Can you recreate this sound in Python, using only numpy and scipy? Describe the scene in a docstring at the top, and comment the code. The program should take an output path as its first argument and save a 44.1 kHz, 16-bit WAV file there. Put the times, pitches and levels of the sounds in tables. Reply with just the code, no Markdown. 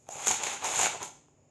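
"""Over a faint mains hum in a kitchen, a metal spoon starts to scrape a thick mixture along the wall of a glass
jar. In a few quick strokes it catches and clicks on the glass, whose ring the mixture damps; pockets in the
mixture close with soft plops, the glass tinks with a high, brief ring and the pushed jar bumps dully. After
about a second the strokes fade, leaving a few faint clicks and the room's echo. A small microphone favours 800
Hz and 7 kHz in the scrapes and clicks."""
import sys
import numpy as np
from scipy import signal
from scipy.fft import rfft, irfft
from scipy.io import wavfile

SR = 44100
rng = np.random.default_rng(int(sys.argv[2]) if len(sys.argv) > 2 else 0)


def transcribe(signal):
    """Save signal, clipped to [-1, 1], as a 16-bit WAV file at the path in sys.argv[1]."""
    frames = np.atleast_2d(signal).T
    limited = np.clip(frames, -1, 1)
    pcm = np.round(limited * 32767).astype(np.int16)
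    wavfile.write(sys.argv[1], SR, pcm)


N = 66150


def amp(db):
    """Decibels to amplitude ratio."""
    return 10 ** (np.asarray(db) / 20)


def unit(x):
    """Normalisation to an rms of 1."""
    return x / np.sqrt(np.mean(x ** 2) + 1e-20)


def add(mix, start_s, sound):
    """Superposition: a sound joins the mix at start_s."""
    part = mix[max(round(start_s * SR), 0):][:len(sound)]
    part += sound[:len(part)]


def response(points, low_hz=None, high_hz=None, size=4096):
    """Minimum-phase impulse response of unit energy with the given spectrum, optionally band-limited."""
    hz = abs(np.fft.fftfreq(size, 1 / SR)) + 1
    point_hz, point_db = np.transpose(points)
    gain = amp(np.interp(np.log(hz), np.log(point_hz), point_db))
    if low_hz:
        gain /= np.sqrt(1 + (low_hz / hz) ** 10)
    if high_hz:
        gain /= np.sqrt(1 + (hz / high_hz) ** 10)
    log_gain = np.log(np.maximum(gain, 1e-4))
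    spectrum = np.exp(np.conj(signal.hilbert(log_gain)))
    ring = np.fft.ifft(spectrum).real[:size // 2]
    return ring / np.linalg.norm(ring)


def through(x, ring):
    """Convolution: x drives a linear system with impulse response ring."""
    return signal.fftconvolve(x, ring)[:N]


def damped_tones(table, rise_s, t60_s):
    """Free vibration: each row starts a sinusoid that rises softly and decays exponentially."""
    out, t = np.zeros(N), np.arange(SR // 5) / SR
    for start_s, level_db, pitch_hz in table:
        envelope = amp(level_db - 60 * t / t60_s) * (1 - np.exp(-t / rise_s))
        add(out, start_s, envelope * np.sin(2 * np.pi * pitch_hz * t))
    return out


def background(air_db=-67):
    """Steady noise floor: broadband room air plus the line spectrum of mains hum."""
    # spectrum of the air: frequency_hz, relative_density_db
    air_spectrum = [(20, -27.5), (40, -19.5), (85, -4), (130, -5), (210, -15.5), (370, -8), (655, -11),
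                    (1500, -29), (2500, -25.5), (4200, -40), (5400, -31), (5900, -37), (6900, -14.5),
                    (8000, -37.5), (10000, -50.5), (13000, -58)]
    # partials of the hum: pitch_hz, rms_level_db
    partials = [(98, -75), (148, -72.5), (247, -77), (296, -81.5), (394, -86)]
    t = np.arange(N) / SR
    ring = response(air_spectrum)
    air = signal.fftconvolve(rng.standard_normal(N + len(ring) - 1), ring, "valid")
    hum = sum(amp(db) * np.sqrt(2) * np.sin(2 * np.pi * (hz * t + rng.random())) for hz, db in partials)
    return amp(air_db) * air + hum


def jar_rings(low_hz=1056, high_hz=5100):
    """Damped resonance: the jar's low, middle and high impulse responses, as the microphone hears them."""
    # colour of jar and microphone together: frequency_hz, relative_gain_db
    colour = [(20, -54), (50, -24.5), (85, -21.5), (230, -17), (400, -8), (650, -7), (810, 0.5), (960, -4),
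              (1150, -8), (1380, -5.5), (1900, -8.5), (2300, -2.5), (2650, -4), (3000, -7), (3450, -6.5),
              (4700, -15.5), (5750, -13.5), (6400, -2.5), (7100, 0), (7500, -6), (8000, -12.5),
              (8700, -13.5), (9500, -20), (11700, -21.5), (14000, -51.5)]
    bands = [(None, low_hz), (low_hz, high_hz), (high_hz, None)]
    return [response(colour, *edges_hz) for edges_hz in bands]


def scrape(slips_per_s=3500, slip_spread_db=1.5, rub_db=-4.5, judder_db=1.16, judder_s=0.004):
    """Stick-slip friction: tiny slips and a smooth rub, modulated by the uneven grip, excite the jar."""
    # the mixture's low smear, the middle rasp and the high grit: time_s, smear_db, rasp_db, grit_db
    strokes = [(0, -106, -97, -69.5), (.085, -61.5, -68.5, -67.5), (.11, -55.5, -57, -46),
               (.18, -47.5, -53, -48), (.225, -47, -45, -40.5), (0.259, -50, -43.5, -38.5),
               (.272, -44.5, -38, -27.5), (.32, -39.5, -37.5, -31.5), (.375, -61.5, -45.5, -40.5),
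               (0.401, -40, -41, -53), (0.429, -42.5, -42.5, -40), (.475, -46.5, -39, -38.5),
               (.545, -44.5, -43.5, -41.5), (0.601, -60, -52, -54), (0.629, -36, -42, -46),
               (0.65, -38.5, -36.5, -33), (.70, -42, -40.5, -36.5), (.745, -43, -38, -34),
               (.80, -36, -35.5, -28.5), (.86, -36.5, -31.5, -30), (.89, -57.5, -42, -43),
               (.95, -38, -48, -53), (0.994, -67.5, -61, -65.5), (1.015, -38, -46.5, -50),
               (1.047, -47.5, -49.5, -40.5), (1.085, -56.5, -60, -53.5), (1.12, -84, -92, -82.5),
               (1.5, -100, -112, -90)]
    times_s, *band_levels_db = np.transpose(strokes)
    t, knots_s = np.arange(N) / SR, np.arange(0, 2, judder_s)
    judder = amp(judder_db * np.interp(t, knots_s, rng.standard_normal(N)[:len(knots_s)]))
    sizes = amp(slip_spread_db * np.minimum(rng.exponential(1, N), 4))
    signs = rng.choice([-1, 1], N)
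    slips = unit(sizes * signs * (rng.random(N) < slips_per_s / SR))
    out = np.zeros(N)
    for level_db, ring in zip(band_levels_db, jar_rings()):
        rub = amp(rub_db) * rng.standard_normal(N)
        friction = unit(judder * (slips + rub))
        out += through(friction * amp(np.interp(t, times_s, level_db)), ring)
    return out


def clicks(gain_db=-5, chatter_db=1.5, chatter_s=0.0016, size=400):
    """Impact excitation: each contact drives the jar with one sharp blow and dying micro-bounces."""
    # spoon on glass, relative levels from low band to high: start_s, knock_db, clack_db, clink_db
    contacts = [(0.0682, -38, -44, -47), (.0890, -29, -28, -16.5), (0.27, -8.5, -10.5, -15),
                (.2708, -17, -7, 2), (.2750, -18, -15, -8.5), (.2820, -41, -20, -8.5),
                (0.292, -22, -20, -11.5), (0.3127, -26, -6.5, -8.5), (0.435, -19, -12, -7.5),
                (.4380, -30, -15.5, -4.5), (.4448, -24.5, -15, -13), (.4691, -11.5, -6.5, -22),
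                (0.4715, -14, -14, -18.5), (.5150, -29.5, -22, -27), (0.6446, -17.5, -20.5, -8),
                (0.7583, -22, -15.5, -8.5), (.7830, -20, -18.5, -13), (0.7918, -5, -9, -8.5),
                (.8127, -8, -13.5, -5.5), (0.816, -21.5, -14.5, -11), (0.8321, -8, -10.5, -2.5),
                (0.8593, -12, -7.5, -14), (0.8677, -3.5, -20, -21), (1.0290, -28.5, -18, -11.5),
                (1.1785, -52, -52, -58), (1.2840, -40.5, -50, -57), (1.3937, -45.5, -69, -66)]
    forces = np.zeros((3, N))
    fade = np.exp(-np.arange(size) / SR / chatter_s)
    for start_s, *band_levels_db in contacts:
        blow = amp(chatter_db) * rng.standard_normal(size) * fade / np.linalg.norm(fade)
        blow[0] += 1  # the impulse ahead of the chatter
        for force, level_db in zip(forces, band_levels_db):
            add(force, start_s, amp(level_db) * blow)
    return amp(gain_db) * sum(through(force, ring) for force, ring in zip(forces, jar_rings()))


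def plops():
    """Cavity resonance: pockets in the mixture sound briefly as they close."""
    # closing pockets: start_s, level_db, pitch_hz
    pockets = [(.0898, -24.5, 713), (.158, -32, 561), (.229, -30.5, 900), (.3075, -17.5, 870),
               (.628, -39.5, 834), (.647, -23, 960), (.739, -23, 955), (.7985, -19.5, 935),
               (.944, -31.5, 813), (1.005, -31, 880), (1.015, -33.5, 870)]
    return damped_tones(pockets, rise_s=0.00034, t60_s=0.015)


def tinks():
    """Modal ringing: each tap on the glass excites one high, quickly damped mode of the jar."""
    # taps on the glass: start_s, level_db, pitch_hz
    taps = [(.1243, -22, 6830), (.2818, -2.5, 6660), (.3119, -8, 6660), (.7592, -13.5, 6870),
            (.7925, -7.5, 7520), (.8320, -14, 7070)]
    return damped_tones(taps, rise_s=0.0004, t60_s=0.0059)


def bumps():
    """Damped low-frequency vibration: the jar bumps dully as it is pushed."""
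    # pushes on the jar: start_s, level_db, pitch_hz
    pushes = [(.150, -51, 145), (.280, -40.5, 218.4), (.300, -42, 100.8), (.303, -44, 329),
              (.770, -43, 133.8), (.795, -45.5, 92), (1.125, -70.5, 149.3), (1.165, -63, 298)]
    return damped_tones(pushes, rise_s=0.0024, t60_s=0.17)


def room(x, gain_db=-8.5, gap_s=0.009, reflections_per_s=4000):
    """Reverberation: dense random reflections follow a short gap, each band decaying at its own rate."""
    # decay of the kitchen by band: top_hz, t60_s
    decays = [(300, 0.98), (1200, 0.43), (3000, 0.43), (6000, 0.48), (9000, 0.46), (16000, 0.31)]
    t, hz = np.arange(SR) / SR, np.fft.rfftfreq(SR, 1 / SR)
    signs = rng.choice([-1, 1], SR)
    arrivals = (rng.random(SR) < reflections_per_s / SR) & (t > gap_s)
    spectrum = rfft(signs * arrivals)
    tail, bottom_hz = np.zeros(SR), 0
    for top_hz, t60_s in decays:
        band = irfft(spectrum * ((hz >= bottom_hz) & (hz < top_hz)), SR)
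        tail += band * amp(-60 * t / t60_s)
        bottom_hz = top_hz
    return amp(gain_db) * through(x, tail / np.linalg.norm(tail))


def scene():
    """Superposition of the direct sound, its reverberation and the noise floor, in one channel."""
    stirring = scrape() + clicks() + plops() + tinks() + bumps()
    return (stirring + room(stirring) + background())[None]


def record(dry, cutoff_hz=11950):
    """Band limiting: a linear-phase low-pass filter removes the highest treble."""
    lowpass = signal.firwin(301, cutoff_hz, window=("kaiser", 8), fs=SR)
    return signal.oaconvolve(dry, lowpass[None], "same")


dry = scene()
out = record(dry)
transcribe(out)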